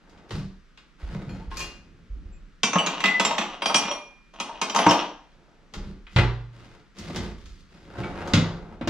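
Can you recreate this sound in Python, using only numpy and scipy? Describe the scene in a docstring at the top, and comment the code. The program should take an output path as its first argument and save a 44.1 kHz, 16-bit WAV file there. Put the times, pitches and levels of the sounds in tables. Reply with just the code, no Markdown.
"""In a small kitchen, a glass mug is lifted from a dishwasher rack and pushed in among the crockery
on a wooden shelf, where mugs and cups clink, scrape and squeal. A cupboard door bangs, a plastic
strainer is taken from the rack, and a drawer rolls out against its stop to receive it.
Struck things ring with their own fading tones (modes); knocks, scrapes and rolling are shaped noise.
Rustling clothes, soft footsteps, the echo of the room and a faint hush lie behind it all."""
import sys
import numpy as np
from scipy import signal
from scipy.fft import rfft, irfft, next_fast_len
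from scipy.io import wavfile
from scipy.ndimage import uniform_filter1d

SR = 44100
rng = np.random.default_rng(int(sys.argv[2]) if len(sys.argv) > 2 else 0)


def generate_wav(signal):
    """Clip the signal to [-1, 1] and save it as 16-bit WAV at the path in sys.argv[1]."""
    frames = np.transpose(np.atleast_2d(signal))
    scaled = np.clip(frames, -1, 1) * 32767
    pcm = np.round(scaled).astype(np.int16)
    wavfile.write(sys.argv[1], SR, pcm)


N = 392049
TIME = np.arange(N) / SR
BANDS = np.geomspace(28, 14000, 23)  # centres of the noise bands [Hz]
LEFT_VS_RIGHT = np.array([[1], [-1]])  # plus on the left, minus on the right

# The tones each thing rings with; a fade time, or t60, is how long a sound takes to fall 60 dB:
# name -> (pitch [Hz], level [dB], fade time [s])
MODES = { "mug": [(2334, -5, 0.38), (2690, 9, .28), (3140, -4, .3), (3430, 3.5, 0.034), (4200, -9, .16),
         (5580, -5, .2), (6020, -7, 0.44), (6370, 2.5, 0.22), (7140, -7, .25), (7960, -17.5, .2),
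         (8800, -19, 0.32)], "jug": [(2580, -5.5, .38), (2885, 7.5, 0.42), (2880, 5.5, 0.6), (2980, 5, .35),
         (4600, -11, 0.59), (5835, -14.5, .3), (6223, -15, 0.32), (7670, -13.5, .22), (9733, -23.5, 0.33)],
         "bowl": [(2370, 8.5, 0.22), (4130, -3.5, 0.24), (6220, -2, 0.07), (6660, 2.5, 0.076),
         (7260, -10.5, 0.21)], "glass": [(2006, 3.5, 0.53), (2700, -5, 0.3), (4740, -12, .3),
         (5380, -13.5, 0.17), (7440, -9, 0.15)], "tumbler": [(2720, -6.5, 0.21), (4410, -11, .22),
         (5650, -10, .3), (5770, -14, 0.25), (6070, -7, 0.27), (7275, -13.5, 0.18), (8300, -22.5, .22)],
         "cups": [(2406, 1, 0.85), (4805, -6, 0.24), (5690, -4, 0.36), (3235, 8, 0.14), (6142, -12.5, .15),
         (8490, -15, 0.17), (9670, -17.5, 0.43)], "beaker": [(2480, -3.5, .14), (3090, 0, 0.15),
         (4860, -6, 0.18), (5404, -14, .6), (5960, 0.5, 0.089), (6650, -5, 0.073), (10130, -19.5, .22)],
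         "rack": [(1782, -10, 0.33), (2430, -0.5, 0.4), (2533, -3, 0.49), (2797, -12, 0.49),
         (3250, -11, 0.4), (4230, -11, 0.37), (4520, -13, 0.32), (4920, -14, .4), (5486, -15, .4),
         (6853, -16, .3), (7343, -15, 0.3), (9750, -27, .35), (11820, -25, .27)], "basket": [(904, 0, 0.24),
         (1064, 7, 0.26), (1650, 4, 0.13)], "door": [(98.5, -3, 0.22), (118, 1, 0.76), (145, -10.5, 0.67),
         (236, -11.5, 0.17)], "drawer": [(66, -17, 0.37), (103.8, 5, 0.41), (141.3, 6, 0.53),
         (168.3, 2, 0.45), (238, 13.5, 0.079), (317, 1.5, 0.25), (366, -1.5, 0.29)],
         "cutlery": [(2270, 2, .2), (2540, 0, 0.17), (3410, -13, .15)], "strainer": [(246, -7, 0.17),
         (323, -5.5, 0.15), (573, 2.5, 0.019), (660, 0, 0.016)], "board": [(610, -0.5, 0.14),
         (659.5, 2, 0.24), (706, -8, 0.053), (934, 5.5, 0.15), (1083, 3, 0.24)],
         "shelf": [(116, -10.5, 0.25), (178.5, 5, .13), (242, -2.5, 0.078), (304, -1, 0.23),
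         (461, -6, 0.17)], "floor": [(34.3, -3, 0.32), (48.7, -1, 0.18), (68, -1.5, 0.145)],
         "carcass": [(121, 0.5, 0.17), (150.7, 0, 0.19), (190.6, -10, 0.27)]}
# Crockery touching on the shelf; weight wakes the board, hardness adds treble:
# (time [s], level [dB], weight [dB], hardness [dB], piece that rings)
SHELF_CLINKS = [(2.6322, -13, -14.5, -3, "mug"), (2.7313, -25.5, -2.5, -26, "mug"),
                (2.7555, -24.5, 7, -29.5, "board"), (2.7843, -19, -48.5, -55.5, "jug"),
                (2.862, -25, -10, 5, "bowl"), (2.8696, -20.5, -21.5, -16, "bowl"),
                (3.003, -26.5, -10.5, -3.5, "tumbler"), (3.039, -13.5, -13, -13, "glass"),
                (3.0565, -16, -30, -8.5, "glass"), (3.1971, -14.5, -7.5, -3, "tumbler"),
                (3.249, -17, -9.5, 0.5, "tumbler"), (3.3086, -29, 3, -1.5, "tumbler"),
                (3.381, -20, -6, -1.5, "tumbler"), (3.412, -26.5, -10.5, -10, "tumbler"),
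                (3.6198, -27, -2, -10, "cups"), (3.6572, -21, -7, 1.5, "cups"),
                (3.6966, -31, 6.5, -9.5, "cups"), (3.7434, -17, -6.5, 7.5, "cups"),
                (3.758, -22.5, -26.5, 15.5, "cups"), (3.912, -30, -5, 1, "cups"),
                (4.337, -54, 3, 8, "board"), (4.4, -24, -9.5, 2, "beaker"),
                (4.493, -51.5, 17.5, -1.5, "beaker"), (4.6142, -21.5, -6.5, 8.5, "beaker"),
                (4.628, -38.5, 4.5, -4, "board"), (4.697, -27, -9, 0.5, "beaker"),
                (4.7468, -28, 6, 11.5, "beaker"), (4.76, -22, -3, 8, "beaker"),
                (4.7881, -20, -5, -2.5, "beaker"), (4.864, -20, 5, -7, "tumbler"),
                (4.8944, -24.5, -4, 0.5, "beaker"), (4.909, -20.5, -2.5, 6, "beaker")]


def crockery_clinks(own_db=-13.5, overtone_db=-9.5, glaze_db=4.5, bounce_db=-19.0, board_db=-9.0):
    """A touched piece rings as hard as it is hit and bounces once; the board rings with it."""
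    out = np.zeros((2, N))
    for s, level_db, weight_db, hardness_db, piece in SHELF_CLINKS:
        own = from_db(own_db) * ringing(MODES[piece], damped=0.44, damped_t60=0.12)
        modes = overtone_modes(hardness_db + glaze_db, longest_t60=0.36, count=36)
        overtones = from_db(overtone_db) * ringing(modes, damped=0.4)
        gain = from_db(level_db - 1.6 * LEFT_VS_RIGHT)  # a little to the right
        clink = gain * (own + overtones + sparkle(hardness_db))
        add(out, s, clink)
        add(out, s + 0.013 * rng.uniform(0.56, 1), from_db(bounce_db) * clink)
        add(out, s, from_db(level_db + weight_db + board_db) * ringing(MODES["board"]))
    return out


def overtone_modes(hardness_db, longest_t60, count):
    """The weaker tones of crockery, which change with every spot that is touched."""
    hz = rng.uniform(2200, 15300, count)
    colour_db = 20 * np.log10(clink_colour(0, hardness_db))
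    level_db = np.interp(hz, BANDS, colour_db) + rng.normal(size=count)
    return list(zip(hz, level_db, longest_t60 * rng.uniform(0.29, 1, count)))


def sparkle(hardness_db, lowest_hz=7000, highest_hz=14500, db_per_octave=-19, t60=0.3, count=14):
    """The highest tones of glaze and glass: a thin shimmer, stronger on a hard hit."""
    hz = rng.uniform(lowest_hz, highest_hz, count)
    level_db = -33 + db_per_octave * np.log2(hz / lowest_hz) + hardness_db / 2
    return ringing([(f, db, t60) for f, db in zip(hz, level_db)])


# The tone colour of crockery on the shelf: (frequency [Hz], relative level [dB])
SHELF_SPECTRUM = [(53, -57), (90, -26.5), (179, 0.5), (307, 1), (373, -4), (1000, 5), (1610, -7),
                  (1960, -5.5), (2180, -9), (2830, 1.5), (5060, -20.5), (5880, -13), (7780, -39.5),
                  (12800, -57.5), (15500, -64.5)]


def clink_colour(weight_db, hardness_db, bass_db=-7.0):
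    """Band gains of a clink: weight wakes the board, hardness sharpens the edge."""
    bass = ramp(775, 190)
    board = ramp(3000, 775) - bass
    edge = ramp(3000, 7750)
    return band_gains(SHELF_SPECTRUM) * from_db(bass_db * bass + weight_db * board + hardness_db * edge)


def wood_colour(weight_db, hardness_db):
    """Band gains of a tap on the shelf: the wood swallows the treble."""
    return clink_colour(weight_db, hardness_db) * from_db(-4 * ramp(1400, 2800) - 13 * ramp(6500, 9500))


# Cups landing heavily: (time [s], level [dB])
CUP_LANDINGS = [(2.756, -28.5), (4.865, -15.5), (4.897, -24.5)]


def shelf_thumps(lowest_hz=115):
    """A cup lands on the shelf with a short wooden thump, its deep bass filtered out."""
    out = np.zeros((2, N))
    for s, level_db in CUP_LANDINGS:
        add(out, s, from_db(level_db) * ringing(MODES["shelf"]))
    return signal.sosfilt(signal.butter(3, lowest_hz, "high", fs=SR, output="sos"), out + 1e-18)


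# Crockery pushed along the shelf: (start [s], length [s], level [dB])
CUP_PUSHES = [(2.768, 0.32, -37), (3.066, 0.48, -41), (3.59, 0.29, -42.5), (3.806, 0.085, -35.5),
              (4.33, 0.26, -47.5), (4.723, 0.29, -28.5)]


def crockery_scrapes(grating_db=-1.0, rasp_db=-31.0, top_hz=10000):
    """Rough cup bottoms grate over the board; the tiny slips make the cups ring on after each push."""
    push = np.zeros(N)
    for s, length_s, level_db in CUP_PUSHES:
        add(push, s, from_db(level_db) * stroke(length_s, rise_s=0.034, t60=0.12))
    slips = friction(slips_per_s=210, spread_db=-1.0, rub=0.33)
    rasp = 0
    for hz, mode_db, t60 in MODES["cups"]:
        width_hz = np.log(1000) / (np.pi * t60)
        mode = signal.lfilter(*signal.iirpeak(hz, hz / width_hz, fs=SR), push * slips + 1e-18)
        rasp = rasp + from_db(mode_db) * np.sqrt(SR / (np.pi * width_hz)) * mode
    low_pass = signal.butter(2, top_hz, fs=SR, output="sos")
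    grating = signal.sosfilt(low_pass, push * coloured(slips, SHELF_SPECTRUM) + 1e-18)
    return from_db(grating_db) * grating + from_db(rasp_db) * rasp


# A rack wire creaks, and crockery squeals or rings briefly:
# (start [s], length [s], pitch [Hz], level [dB])
SQUEAKS = [(1.4, 0.04, 890, -49), (2.318, 0.06, 7320, -65), (2.321, 0.067, 2520, -65),
           (3.063, 0.12, 2006, -21), (3.244, 0.032, 7275, -26), (3.75, 0.042, 8500, -35.5),
           (3.753, 0.022, 5690, -18.5), (3.864, 0.088, 5690, -34), (3.901, 0.037, 587, -29.5),
           (4.795, 0.035, 5960, -33.5), (4.883, 0.035, 5404, -21.5)]


def squeaks(pitch_waver=0.0064, flutter_db=2.0):
    """Quick sticking and slipping holds one tone, whose pitch and strength waver with the pressure."""
    out = np.zeros(N)
    for s, length_s, hz, level_db in SQUEAKS:
        wander = uniform_filter1d(rng.standard_normal(SR), size=150)
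        pressure = rms_one(uniform_filter1d(wander, size=100))[:int(length_s * SR)]
        tone = np.sin(2 * np.pi * np.cumsum(hz * (1 + pitch_waver * pressure)) / SR)
        flutter = rms_one(from_db(flutter_db * pressure))
        add(out, s, from_db(level_db) * flutter * tone * signal.windows.tukey(len(tone), 0.5))
    return out


# Small ticks and hard knocks on rack, door and drawer:
# (time [s], level [dB], weight [dB], hardness [dB], thing that rings, if any)
FURNITURE_KNOCKS = [(0.095, -61, -9, 25, ""), (0.1746, -57, -12, 10, ""), (0.3067, -38, 11, 13.5, ""),
                    (0.774, -44, -20, 2, ""), (1.292, -56.5, 26, -22, "rack"),
                    (1.5144, -40.5, 0, -17, "basket"), (1.57, -40.5, 3, 28.5, "rack"),
                    (1.604, -43, -17, 26, "rack"), (1.592, -46, 1, 31, "basket"), (5.317, -62, -7, 8.5, ""),
                    (5.7371, -37, 2, 16.5, ""), (6.0672, -40.5, -22, -39, ""),
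                    (6.161, -17, 1, -5.5, "door"), (6.1841, -22.5, 7, -8, "door"), (6.985, -45, -7, 29, ""),
                    (7.1, -46, 14, 10, "strainer"), (7.1591, -34, 4, 22.5, "strainer"),
                    (7.457, -50.5, -14, 21.5, ""), (8.034, -40, 0, -7, "cutlery"), (8.274, -43, 2, 25, ""),
                    (8.3351, -15.5, -6, 10.5, "drawer"), (8.3717, -33, 5, -2, "drawer"),
                    (8.8111, -36.5, 12, -19, "strainer"), (8.874, -27.5, 11.5, 15, "strainer")]


def furniture_rings(boom_db=-3.5, mug_db=6, wires_db=-10.5, wire_gap_s=0.022):
    """Things boom with the weight of a knock; on the rack the mug rings and twangs over three wires."""
    out = np.zeros((2, N))
    for s, level_db, weight_db, hardness_db, thing in FURNITURE_KNOCKS:
        if thing == "rack":
            add(out, s, from_db(level_db + mug_db) * ringing(MODES[thing]))
            for k in range(3):  # each wire is 1 dB softer than the last
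                twang = ringing(overtone_modes(hardness_db + 1, longest_t60=0.25, count=24))
                add(out, s + k * wire_gap_s, from_db(level_db + wires_db - k) * twang)
        elif thing:
            add(out, s, from_db(level_db + weight_db + boom_db) * ringing(MODES[thing]))
    return out


# The tone colour of a knock on the cabinets: (frequency [Hz], relative level [dB])
CABINET_SPECTRUM = [(24, -45), (40, 15), (76, 3.5), (126, 15), (197, 2), (368, 5.5), (700, 0.5), (1100, 4),
                    (3400, 0), (6000, -16.5), (8000, -37), (15500, -52)]


def knock_colour(weight_db, hardness_db):
    """Band gains of a knock: weight deepens it, hardness sharpens the edge."""
    boost_db = weight_db * ramp(3000, 190) + hardness_db * ramp(3000, 7750)
    return band_gains(CABINET_SPECTRUM) * from_db(boost_db)


def wood_knocks(shelf_db=7.0, cabinet_db=0.5):
    """Each hit on shelf or cabinet is a sharp snap and a short chatter of the wood's crowded tones."""
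    shelf = hit_envelopes(SHELF_CLINKS, wood_colour,
                          chatter_t60=0.064, snap=0.24, snap_t60=0.02, bass_hold_s=0.12)
    cabinets = hit_envelopes(FURNITURE_KNOCKS, knock_colour,
                             chatter_t60=0.14, snap=0.91, snap_t60=0.0075, bass_hold_s=0.028)
    envelopes = from_db(shelf_db) * shelf + from_db(cabinet_db) * cabinets
    return noise_in_bands(envelopes, rng.standard_normal((2, 2, N)))


# Rustling clothes, shuffling steps, and the rack, mug, door, strainer and drawer being moved:
# (start [s], length [s], level [dB], weight [dB], hardness [dB])
MOVEMENTS = [(0.0, 0.39, -54, -4, -1), (0.282, 0.081, -54.5, 16.5, 27), (0.976, 0.15, -48.5, -3, 11),
             (1.067, 0.35, -50, 8.5, 8), (1.499, 0.14, -43, -5.5, 17.5), (1.71, 0.69, -69.5, 17.5, 9),
             (5.302, 0.37, -59.5, -8.5, -33), (5.713, 0.17, -57, 16, 16.5), (6.09, 0.076, -63.5, 17, 29),
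             (6.507, 0.24, -53.5, -1.5, 13), (6.945, 0.19, -47.5, 9, 19), (7.134, .11, -41.5, 6.5, 14),
             (7.363, 0.24, -76, 20.5, 34.5), (7.675, 0.17, -56.5, 5.5, 15.5), (7.85, 0.13, -44.5, -1.5, 3),
             (7.943, 0.15, -35.5, -3, 1.5), (8.12, 0.33, -35, -7, 0), (8.472, 0.26, -47, 1.5, -3.5)]
# The tone colour of these movements: (frequency [Hz], relative level [dB])
MOVEMENT_SPECTRUM = [(15, -39.5), (25, -3.5), (75, -2), (144, -1.5), (274, -7), (359, -5), (509, -13.5),
                     (703, -10.5), (826, -15), (1490, -18.5), (1620, -20.5), (4870, -37), (12500, -61.5),
                     (15500, -74)]


def rolling_and_rustling(gain_db=0.5, jolt_db=2.0, rumble_hz=190, rattle_hz=775, fine_hz=4200):
    """Moving things rub and rattle in little jolts: heavy ones rumble, hard ones sound brighter."""
    envelopes = np.zeros((len(BANDS), N))
    lows, highs = ramp(rattle_hz, rumble_hz), ramp(rattle_hz, fine_hz)
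    for s, length_s, level_db, weight_db, hardness_db in MOVEMENTS:
        gains = from_db(level_db + weight_db * lows + hardness_db * highs)
        colour = band_gains(MOVEMENT_SPECTRUM) * gains
        add(envelopes, s, colour[:, None] * stroke(length_s, rise_s=0.041, t60=0.36))
    wander = rms_one(uniform_filter1d(rng.standard_normal(N), size=600))
    jolts = rms_one(from_db(jolt_db * wander))
    slips = [friction(slips_per_s=350, spread_db=3.5, rub=0.55) for _ in range(4)]
    return from_db(gain_db) * noise_in_bands(envelopes, jolts * np.reshape(slips, (2, 2, N)))


# Feet landing on the floor: (time [s], level [dB])
FOOTSTEPS = [(0.334, -27), (1.025, -18), (1.468, -19), (1.579, -27.5), (2.099, -26), (2.248, -19),
             (5.766, -22.5), (7.469, -28.5)]
# Rack and door nudging the cabinets: (time [s], level [dB])
CABINET_BUMPS = [(0.334, -21.5), (0.371, -18), (0.431, -24.5), (1.115, -22.5), (1.149, -20.5),
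                 (1.267, -17.5), (1.314, -23), (5.766, -29.5), (5.868, -28.5), (7.98, -20)]


def steps_and_bumps(rise_s=0.032):
    """Soft pushes wake only the lowest tones of the floor and the cabinet bodies."""
    out = np.zeros((2, N))
    onset = 1 - np.exp(-TIME[:SR] / rise_s)
    for rows, thing in [(FOOTSTEPS, "floor"), (CABINET_BUMPS, "carcass")]:
        for s, level_db in rows:
            add(out, s, onset * from_db(level_db) * ringing(MODES[thing]))
    return out


# How the kitchen echoes: (frequency [Hz], fade time [s], level [dB], left-right likeness [0 to 1])
ROOM_ECHO = [(29.4, 1, 2, 0.47), (118, 0.13, -4.5, 1), (250, 0.46, -0.5, 0.97), (890, 0.48, 1, 0.86),
             (2480, 0.44, -2, 0.6), (5690, 0.45, -0.5, 0.38), (12800, 0.077, -3.5, 0.12)]


def kitchen_echo(sound, build_s=0.002):
    """Reflections build up within milliseconds, then each band dies away at its own pace."""
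    t, tail = TIME[:SR], 0
    for hz, share in zip(BANDS, np.sqrt(np.gradient(BANDS) * 2 / SR)):
        noise = band_pass(stereo_noise(hz, *rng.standard_normal((2, SR))), hz)
        echoes = noise * fade(t, at_hz(ROOM_ECHO, hz)) * (1 - np.exp(-t / build_s))
        tail = tail + rms_one(echoes) / np.sqrt(SR) * share * from_db(at_hz(ROOM_ECHO, hz, column=2))
    return signal.fftconvolve(sound.mean(axis=0)[None], tail, axes=1)[:, :N]


# The tone colour of the quiet room: (frequency [Hz], relative level [dB])
HUSH_SPECTRUM = [(15, -30), (25, 13.5), (58, 1.5), (91, -30), (140, -1), (188, -2), (378, -11),
                 (804, -24.5), (1300, -12.5), (6050, -28), (15500, -57.5)]


def room_hush(level_db=-58, width=0.5):
    """The faint, steady rumble and hiss of the home."""
    mid, side = coloured(rng.standard_normal((2, N)), HUSH_SPECTRUM)
    return from_db(level_db) * (mid + width * side * LEFT_VS_RIGHT)


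def ringing(modes, damped=0, damped_t60=0.0067, uneven_db=3.5, detune=0.0027, rise_s=0.0005):
    """One strike: each tone beats with a close twin; a `damped` part dies while the pieces touch."""
    out = np.zeros((2, SR))
    for hz, level_db, t60 in modes:
        t = TIME[:int(min(t60 + damped_t60, 1) * SR)]
        sides = min(hz / 4000, 1) * LEFT_VS_RIGHT  # high tones differ more between the ears
        strength = from_db(level_db + uneven_db * rng.normal() + uneven_db * rng.normal() * sides)
        phase = 2 * np.pi * hz * t
        tone = np.sin(phase + 0.33 * rng.normal() * sides)
        twin = 0.14 * np.sin(phase * (1 + detune * rng.normal()))
        envelope = (1 - np.exp(-t / rise_s)) * (fade(t, t60) + damped * fade(t, damped_t60))
        add(out, 0, rng.choice([-1, 1]) * strength * (tone + twin) * envelope)
    return out


def hit_envelopes(hits, colour, chatter_t60, snap, snap_t60, bass_hold_s, rise_s=0.00045):
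    """How loud each band is over time for a list of hits; the lows hang on longer."""
    t, envelopes = TIME[:SR // 4], np.zeros((len(BANDS), N))
    band_t60 = chatter_t60 + bass_hold_s * BANDS[0] / BANDS[:, None]
    shape = (fade(t, band_t60) + snap * fade(t, snap_t60)) * (1 - np.exp(-t / rise_s))
    for s, level_db, weight_db, hardness_db, _ in hits:
        add(envelopes, s, shape * from_db(level_db) * colour(weight_db, hardness_db)[:, None])
    return envelopes


def stroke(length_s, rise_s, t60):
    """The loudness of one movement: it rises, holds and dies away."""
    t = TIME[:int((length_s + t60) * SR)]
    return np.minimum(t / rise_s, 1) * fade(np.maximum(t - length_s, 0), t60)


def friction(slips_per_s, spread_db, rub):
    """Tiny slips of uneven size on top of an even rub."""
    sizes = from_db(spread_db * np.minimum(rng.exponential(1, N), 4)) * rng.choice([-1, 1], N)
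    slips = rms_one(sizes * (rng.random(N) < slips_per_s / SR))
    return rms_one(slips + rub * rng.standard_normal(N))


def noise_in_bands(envelopes, noise_pairs):
    """Fill each band's envelope with noise; neighbouring bands use different pairs of noises."""
    return sum(band_pass(envelopes[k] * stereo_noise(hz, *noise_pairs[k % 2]), hz)
               for k, hz in enumerate(BANDS))


def stereo_noise(hz, mid, side):
    """Mix two noises into left and right, as alike as the room makes them at this frequency."""
    apart = np.clip((1 - at_hz(ROOM_ECHO, hz, column=3)) / 2, 0, 0.5)
    return np.sqrt(1 - apart) * mid + np.sqrt(apart) * side * LEFT_VS_RIGHT


def band_pass(x, hz):
    """Keep one band, boosted so that white noise stays as strong as it was."""
    half_step = np.sqrt(BANDS[1] / BANDS[0])
    low, high = hz / half_step, hz * half_step
    sos = signal.butter(2, [low, high], "band", fs=SR, output="sos")
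    return signal.sosfilt(sos, x + 1e-18) * np.sqrt(SR / 2 / (high - low))


def band_gains(spectrum):
    """Share a total power of 1 among the bands, following a spectrum."""
    gain = from_db(at_hz(spectrum, BANDS)) * np.sqrt(BANDS)
    return gain / np.linalg.norm(gain)


def coloured(noise, spectrum):
    """Give white noise a tone colour without changing its strength."""
    size = next_fast_len(N)
    gain = from_db(at_hz(spectrum, np.arange(size // 2 + 1) * SR / size + 1))
    return irfft(rfft(noise, size) * rms_one(gain), size)[..., :N]


def ramp(from_hz, to_hz):
    """For each band, a share that grows from 0 at one frequency to 1 at the other."""
    return np.clip(np.log(BANDS / from_hz) / np.log(to_hz / from_hz), 0, 1)


def at_hz(table, hz, column=1):
    """Read between the rows of a table, on a log-frequency scale."""
    table = np.array(table)
    return np.interp(np.log(hz), np.log(table[:, 0]), table[:, column])


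def fade(t, t60):
    """A gain that falls 60 dB every t60 seconds."""
    return from_db(-60 * t / t60)


def from_db(db):
    """Turn decibels into a gain."""
    return np.exp(np.asarray(db) * (np.log(10) / 20))


def rms_one(x):
    """Scale to an average strength (rms) of 1."""
    return x / np.sqrt(np.mean(x ** 2) + 1e-20)


def add(track, s, sound):
    """Mix a sound into a track, starting at s seconds."""
    start = round(s * SR)
    track[..., start:start + sound.shape[-1]] += sound[..., :N - start]


def scene(tone_echo_db=-5.5):
    """Noises and ringing tones, with their echo and the hush of the room."""
    noises = wood_knocks() + crockery_scrapes() + rolling_and_rustling()
    tones = crockery_clinks() + shelf_thumps() + furniture_rings() + squeaks() + steps_and_bumps()
    return noises + tones + kitchen_echo(noises + from_db(tone_echo_db) * tones) + room_hush()


# How the two microphones differ: (frequency [Hz], left minus right [dB])
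MIC_BALANCE = [(60, -1.5), (180, 0), (550, 0), (1650, 2.5), (4970, -0.5), (15000, -1)]


def record(dry, bass_lag_s=0.00004, lag_corner_hz=5000, cutoff_hz=15600):
    """Two close microphones: the left hears later, mostly in the lows; the very top is cut off."""
    size = next_fast_len(N + SR)
    hz = np.arange(size // 2 + 1) * SR / size
    lag_s = np.array([[bass_lag_s], [0]]) / np.hypot(1, hz / lag_corner_hz)
    balance = from_db(at_hz(MIC_BALANCE, hz + 1) / 2 * LEFT_VS_RIGHT)
    heard = irfft(rfft(dry, size) * balance * np.exp(-2j * np.pi * hz * lag_s), size)[:, :N]
    return signal.sosfilt(signal.ellip(10, 0.1, 80, cutoff_hz, fs=SR, output="sos"), heard)


dry = scene()
out = record(dry)
generate_wav(out)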